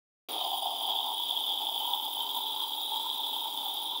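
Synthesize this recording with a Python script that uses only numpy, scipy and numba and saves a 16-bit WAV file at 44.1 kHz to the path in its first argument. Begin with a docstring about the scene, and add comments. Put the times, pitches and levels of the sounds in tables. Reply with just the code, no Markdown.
"""After a short silence the sound opens abruptly; its background is louder and duller at the start, then falls
to a steady level. Hot water and steam sputter from the wand of an espresso machine into a glass mug that
slowly fills: turbulent noise excites the resonances of the air in it, whose pitch climbs unevenly.
The nozzle hisses in bright resonances, droplets burst as short pings, and slugs of water slap the surface.
Broad splash and room noise, a faint pump hum at fixed tones and the kitchen's reverberation lie underneath."""
import sys
import numpy as np
from scipy import signal
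from scipy.fft import rfft, irfft, next_fast_len
from scipy.io import wavfile
from numba import njit

SR = 44100
rng = np.random.default_rng(int(sys.argv[2]) if len(sys.argv) > 2 else 0)


def master(y):
    """Save y as 16-bit WAV."""
    cut = np.clip(np.atleast_2d(y).T, -1, 1)
    pcm = np.round(cut * 32767)  # scale
    wavfile.write(sys.argv[1], SR, pcm.astype(np.int16))


N = 176400
TIME_S = np.arange(N) / SR
OPEN_S = 0.286  # the microphone opens
SINCE_OPEN_S = np.maximum(TIME_S - OPEN_S, 0)
SPUTTER_HZ, SLOSH_HZ = 90, 7.6  # rates of the level fluctuations


def from_db(db):
    """Level in dB to amplitude ratio, by the logarithmic law."""
    return 10 ** (np.asarray(db) / 20)


def rms_one(x):
    """Normalise the mean-square amplitude to 1."""
    return x / np.sqrt(np.mean(x ** 2) + 1e-20)


def curves(table):
    """Linear interpolation of each column after the first, which is time."""
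    s, *columns = np.transpose(table)
    return [np.interp(TIME_S, s, column) for column in columns]


def drift(rate_hz):
    """Random fluctuation of rms 1: white noise through a two-pole low-pass at the given rate."""
    # Computed at one eighth of the sample rate; the first 4000 values let the filter settle.
    r = np.exp(-16 * np.pi * rate_hz / SR)
    noise = rng.standard_normal(N // 8 + 4002)
    slow = signal.lfilter([1], [1, -2 * r, r * r], noise)[4000:]
    return np.interp(np.arange(N) / 8, np.arange(len(slow)), rms_one(slow))


@njit
def resonate(x, hz, r, sr):
    """Damped resonator: a pole pair at a movable centre, with gain close to 1 at the peak."""
    y = np.zeros(len(x))
    for i in range(2, len(x)):
        drive = (1 - r * r) / 2 * (x[i] - x[i - 2])
        y[i] = drive + 2 * r * np.cos(2 * np.pi * hz[i] / sr) * y[i - 1] - r * r * y[i - 2]
    return y


def band(x, hz, width_hz):
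    """Cascaded resonance: two equal resonators give steep flanks; the centre may glide."""
    hz = hz + np.zeros(len(x))
    r = np.exp(-np.pi * width_hz / SR)
    once = resonate(x + 1e-18, hz, r, SR)
    return resonate(once, hz, r, SR)


def jet(sputter_db, shared):
    """Turbulence: white noise modulated in level, partly in step with the whole jet."""
    own = 0.71 * drift(SPUTTER_HZ)
    return rng.standard_normal(N) * from_db(sputter_db * (shared + own))


# Pump hum, tones at multiples of the stroke: (f/Hz, rms level/dB)
PUMP_TONES = [(100, -81.5), (400, -67.5), (900, -55)]
PUMP_WAVER_DB = 2


def pump():
    """Periodic excitation: tones at multiples of the pump's stroke, each wavering in level."""
    out = np.zeros(N)
    for hz, db in PUMP_TONES:
        amplitude = np.sqrt(2) * from_db(db + PUMP_WAVER_DB * drift(1.6))
        out += amplitude * np.sin(2 * np.pi * (hz * TIME_S + rng.random()))
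    return out


KITCHEN_T60_S, KITCHEN_DB = 0.46, -8  # decay time; level relative to the direct sound


def kitchen(x):
    """Reverberation: ten feedback delays of unrelated lengths share one exponential decay."""
    size = next_fast_len(N + SR)  # room for the tails
    w = np.linspace(0, np.pi, size // 2 + 1)
    lags = rng.uniform(0.008, 0.03, 10) * SR
    echoes = 0
    for k, lag in enumerate(lags):
        loss = from_db(60 * lag / SR / KITCHEN_T60_S)
        echoes = echoes + (-1) ** k / (np.exp(1j * w * lag) * loss - 1)
    wet = irfft(rfft(x, size) * echoes, size)[:N]
    return from_db(KITCHEN_DB) * x.std() * rms_one(wet)


# Spectral density of the broad splash and room noise: (f/Hz, relative level per Hz/dB)
BACKGROUND_SPECTRUM = [(30, -30), (90, -23.5), (150, -28.5), (210, -14), (300, -2.5), (420, -6.5),
                       (600, -7), (1100, -5), (1500, -23), (1900, -25.5), (2600, -12.5), (4400, -12.5),
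                       (5400, -15.5), (6500, -21.5), (8500, -22), (11600, -17), (16000, -24.5)]
STEADY_DB, STEADY_START_DB = -50.5, -1.5  # steady level; its change at the start
# The background is louder and duller at the start, then falls to the steady level.
EARLY_DB, EARLY_FALL_S, EARLY_CORNER_HZ = -42.5, 0.15, 4700


def background(shared):
    """Broadband noise by spectral shaping: louder and duller at the start, then at a steady level."""
    hz = np.maximum(np.arange(N // 2 + 1) * SR / N, 1)
    f, db = np.transpose(BACKGROUND_SPECTRUM)
    colour = from_db(np.interp(np.log(hz), np.log(f), db))
    steady = irfft(rfft(jet(1.0, shared)) * colour, N)
    dull_colour = colour / (1 + (hz / EARLY_CORNER_HZ) ** 4) / (1 + (220 / hz) ** 4)
    dull = irfft(rfft(rng.standard_normal(N)) * dull_colour, N)
    early = np.exp(-(SINCE_OPEN_S / EARLY_FALL_S) ** 2)
    steady_gain = from_db(STEADY_DB + STEADY_START_DB * early)
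    return steady_gain * rms_one(steady) + from_db(EARLY_DB) * early * rms_one(dull)


FLARE_HZ, FLARE_WIDTH_HZ, FLARE_WANDER_HZ = 4790, 250, 40
FLARE_START_DB, FLARE_END_DB, FLARE_DEPTH_DB = -54, -62.5, 3


def flare(shared):
    """Resonance: a weaker, higher mode of the mug flares in broken patches and wanders a little."""
    drive = jet(2.4, 0.49 * shared) * from_db(FLARE_DEPTH_DB * drift(38.0))
    centre_hz = FLARE_HZ + FLARE_WANDER_HZ * drift(6.5)
    level = from_db(np.linspace(FLARE_START_DB, FLARE_END_DB, N))
    return level * rms_one(band(drive, centre_hz, FLARE_WIDTH_HZ))


# Droplets at set times, most of them loud: (t/s, level of the ping/dB, f/Hz)
TIMED_DROPLETS = [(0.3175, -35, 9550), (0.5772, -37.5, 9620), (0.6256, -36, 9620), (0.728, -41, 9840),
                  (0.7847, -41, 9700), (0.8685, -47, 9600), (1.1444, -39, 9900), (1.304, -39.5, 10700),
                  (1.4038, -41, 9600), (1.7899, -40, 9800), (1.8657, -36, 10300), (1.9491, -41, 11000),
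                  (2.0518, -38, 10100), (2.1356, -38, 10300), (2.1581, -37.5, 10900), (2.2224, -35, 10150),
                  (2.3511, -35, 10040), (2.3906, -41, 9950), (2.434, -41, 9900), (2.5198, -39, 9900),
                  (2.5502, -40, 10000), (2.6001, -40.5, 10700), (2.636, -39, 9800), (2.6784, -41, 9880),
                  (2.7622, -40, 10400), (3.0293, -39.5, 10700), (3.1379, -43, 10700), (3.4686, -44, 9700),
                  (3.5729, -40, 9740), (3.6372, -43, 9600), (3.7375, -37, 10700), (3.853, -39.5, 10000)]
# Modes rung by every droplet: (f/Hz, relative level/dB)
DROPLET_MODES = [(9600, -4.5), (9950, -3.5), (10800, -5), (12250, -8), (15500, 0)]
SPITS_PER_S, SPIT_DB, SPIT_SPREAD_DB = 170, -50, 2.6  # droplets at random times
MODE_SPREAD_DB, MODE_WANDER_HZ = 4, 70  # how droplets differ in their modes
SPIT_RISE_S, SPIT_FALL_S = 0.001, 0.0025


def spits():
    """Impulsive excitation: each droplet rings several decaying modes; a timed one adds its own ping."""
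    count = int(SPITS_PER_S * N / SR)
    times_s = rng.random(count) * N / SR
    levels_db = SPIT_DB + SPIT_SPREAD_DB * rng.standard_normal(count)
    small = np.transpose([times_s, levels_db, np.zeros(count)])  # 0 Hz: no ping
    t = np.arange(700) / SR
    shape = (1 - np.exp(-(t / SPIT_RISE_S) ** 2)) * np.exp(-t / SPIT_FALL_S)
    shape = shape / shape.max()
    modes_hz, modes_db = np.transpose(DROPLET_MODES)
    out = np.zeros(N + len(t))
    for s, db, hz in np.vstack([TIMED_DROPLETS, small]):
        level_chance, pitch_chance = rng.standard_normal((2, len(modes_hz)))
        gains = from_db(modes_db + MODE_SPREAD_DB * level_chance)
        rings = gains @ np.sin(2 * np.pi * np.outer(modes_hz + MODE_WANDER_HZ * pitch_chance, t))
        ping = np.sin(2 * np.pi * hz * t)
        start = int(s * SR)
        out[start:start + len(t)] += from_db(db) * shape * (ping + rings / (3 if hz else 1))
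    return out[:N]


# Hiss resonances of the nozzle: (f/Hz, width/Hz, relative level/dB, added level at first/dB)
NOZZLE_MODES = [(6000, 370, -20.5, 0), (7030, 380, -16, 5), (7830, 590, -16, -4), (9040, 260, -13.5, 1),
                (9800, 390, -11, 9), (10700, 270, -12.5, -8), (12500, 700, -11, -4), (13050, 700, -13, -3),
                (13550, 500, -11, -2), (13950, 400, -7, 0), (14350, 430, 1.5, -7), (14790, 300, -0.5, 7),
                (15350, 400, -3.5, -8), (15660, 470, 1.5, -2)]
NOZZLE_SETTLE_S, NOZZLE_SWELL_DB, NOZZLE_SHARED = 0.69, 1.5, 0.51  # last: share of the common sputter


def nozzle(level_db, shared):
    """Resonant filtering of turbulence: three noises drive bright modes, each swelling on its own."""
    drives = [jet(3.4, NOZZLE_SHARED * shared) for _ in range(3)]
    early = np.exp(-SINCE_OPEN_S / NOZZLE_SETTLE_S)
    out = np.zeros(N)
    for k, (hz, width_hz, db, first_db) in enumerate(NOZZLE_MODES):
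        gain = from_db(db + first_db * early + NOZZLE_SWELL_DB * drift(1.7))
        out += gain * band(drives[k % 3], hz, width_hz)
    return from_db(level_db) * rms_one(out)


# Crosswise modes of the air in the mug: (frequency ratio to the centre, width/Hz, relative level/dB)
CROSS_MODES = [(0.917, 170, -0.5), (.965, 141, 1.5), (1.015, 153, 1.5), (1.06, 151, -0.5), (.8, 79, -19)]
# Upper band, rocked by the sloshing surface: (t/s, centre f/Hz, relative level of its top edge/dB)
CROSS_PITCH = [(.3, 3400, -0.5), (.55, 3333, -5), (1.0, 3365, -3.5), (2.1, 3362, -5), (2.45, 3430, 0),
               (3.2, 3440, -1.5), (3.6, 3410, -3.5), (4.0, 3470, -2)]
TOP_EDGE_RATIO, TOP_EDGE_WIDTH_HZ = 1.1115, 182
SWELL_DB, SWELL_HZ = 1.7, 3.8  # each crosswise mode swells on its own


def mug_high(x, swell_db=0):
    """Transverse cavity modes of alternating sign, below a top one that comes and goes."""
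    centre, top_db = [curve[:len(x)] for curve in curves(CROSS_PITCH)]
    out = from_db(top_db) * band(x, TOP_EDGE_RATIO * centre, TOP_EDGE_WIDTH_HZ)
    for k, (ratio, width_hz, db) in enumerate(CROSS_MODES):
        gain = from_db(db + swell_db * drift(SWELL_HZ)[:len(x)])
        out += (-1) ** k * gain * band(x, ratio * centre, width_hz)
    return out


def ring_mug(x):
    """Soft impact: a slap first excites the middle of the upper band, then the mug's modes."""
    return mug_high(band(x, 3400, 730))


# Slaps at set times, most of them strong: (t/s, peak level/dB)
TIMED_SLAPS = [(0.4062, -36), (0.445, -40), (0.8072, -23), (0.8506, -22), (0.9031, -20), (0.9591, -22),
               (0.9854, -19), (1.078, -24.5), (1.1875, -28), (1.3072, -18.5), (1.371, -24), (1.4394, -25),
               (1.4783, -25), (1.573, -20.5), (1.6664, -18), (1.6932, -20.5), (1.7252, -27), (1.7428, -22),
               (1.7756, -21), (1.8512, -22), (1.933, -16), (1.9951, -24), (2.0619, -23), (2.3019, -41),
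               (2.4352, -23), (2.6015, -22.5), (2.6338, -22), (2.7844, -25), (2.9124, -35), (3.002, -24),
               (3.0977, -24), (3.2762, -32), (3.5725, -23), (3.6801, -26)]
SLAPS_PER_S, SLAP_DB, SLAP_SPREAD_DB = 60, -31.5, 2.5  # slaps at random times


def slaps():
    """Impulse response: slugs of water slap the surface and ring the mug's upper band."""
    struck = rng.random(N) < SLAPS_PER_S / SR
    levels = from_db(SLAP_DB + SLAP_SPREAD_DB * rng.standard_normal(N))
    clicks = struck * levels * rng.choice([-1, 1], N)
    for s, peak_db in TIMED_SLAPS:
        clicks[int(s * SR)] = from_db(peak_db)
    unit_click = np.arange(N // 20) == 2
    return ring_mug(clicks) / np.abs(ring_mug(unit_click)).max()


# Lengthwise modes: (frequency ratio to the centre, width/Hz, relative start level/dB, end level/dB)
COLUMN_MODES = [(.8, 124, -3, -17), (.92, 82, 5, -7), (1.01, 58.5, -3, 2), (1.1, 70, 3, -2.5),
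                (1.24, 80, -1.5, -27.5), (1.45, 246, -24.5, -22.5)]
# Centre of the low roar: (t/s, f/Hz)
COLUMN_PITCH = [(0.29, 812), (1.19, 869), (1.48, 862), (1.5, 867), (1.74, 828), (1.79, 875), (2.13, 865),
                (2.22, 910), (2.54, 857), (2.6, 926), (2.85, 824), (3.08, 914), (3.24, 854), (3.44, 892),
                (3.81, 838), (4.0, 926)]
NARROWED_S = 2.73  # by then the lower part has faded


def mug_low(level_db, drive):
    """Air-column resonance: the jet sounds lengthwise modes, whose lower part fades as the mug fills."""
    centre, = curves(COLUMN_PITCH)
    filled = np.clip(TIME_S / NARROWED_S, 0, 1)
    out = np.zeros(N)
    for k, (ratio, width_hz, start_db, end_db) in enumerate(COLUMN_MODES):
        gain = from_db(start_db + (end_db - start_db) * filled)
        out += (-1) ** k * gain * band(drive, ratio * centre, width_hz)
    return from_db(level_db) * rms_one(out)


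# Flow: (t/s, low roar level/dB, upper band level/dB, nozzle hiss level/dB)
FLOW_LEVELS = [(0.29, -48.5, -39, -45), (0.39, -44.5, -40, -54), (0.41, -44.5, -33.5, -47),
               (0.46, -38.5, -33.5, -46.5), (0.6, -41.5, -37.5, -45.5), (0.69, -37, -35.5, -47),
               (0.71, -44, -38.5, -49), (0.84, -40.5, -35.5, -47.5), (1.1, -37, -36, -46.5),
               (1.2, -40, -32.5, -44), (1.28, -50, -36, -47), (1.32, -41, -34, -46),
               (1.39, -48, -34, -45.5), (1.45, -42.5, -35.5, -46), (1.72, -39, -36.5, -45.5),
               (2.72, -40, -37.5, -45.5), (2.82, -40, -35, -45.5), (3.36, -40, -36, -46.5),
               (3.45, -37, -36, -46), (3.53, -43.5, -41, -48), (3.65, -38.5, -37.5, -46),
               (3.968, -40, -36.5, -49.5), (4.0, -80, -47, -54)]


def scene():
    """Superposition: all sources add at one microphone, with the room's reply."""
    low_db, high_db, hiss_db = curves(FLOW_LEVELS)
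    shared = 1.04 * drift(SPUTTER_HZ) + 0.48 * drift(SLOSH_HZ)
    out = background(shared) + flare(shared) + spits() + nozzle(hiss_db, shared) + slaps()
    out += from_db(high_db) * rms_one(mug_high(jet(1.4, shared), SWELL_DB))
    out += mug_low(low_db, jet(2.2, shared))
    return (out + kitchen(out) + pump())[None]


CUTOFF_HZ, OPENING_S = 15700, 0.0012


def record(dry):
    """Gating and low-pass filtering: the microphone opens in about a millisecond; the top is cut."""
    gate = np.clip((TIME_S - OPEN_S) / OPENING_S, 0, 1)
    top_cut = signal.ellip(12, 0.5, 75, CUTOFF_HZ, fs=SR, output="sos")
    return signal.sosfilt(top_cut, dry * gate)


dry = scene()
out = record(dry)
master(out)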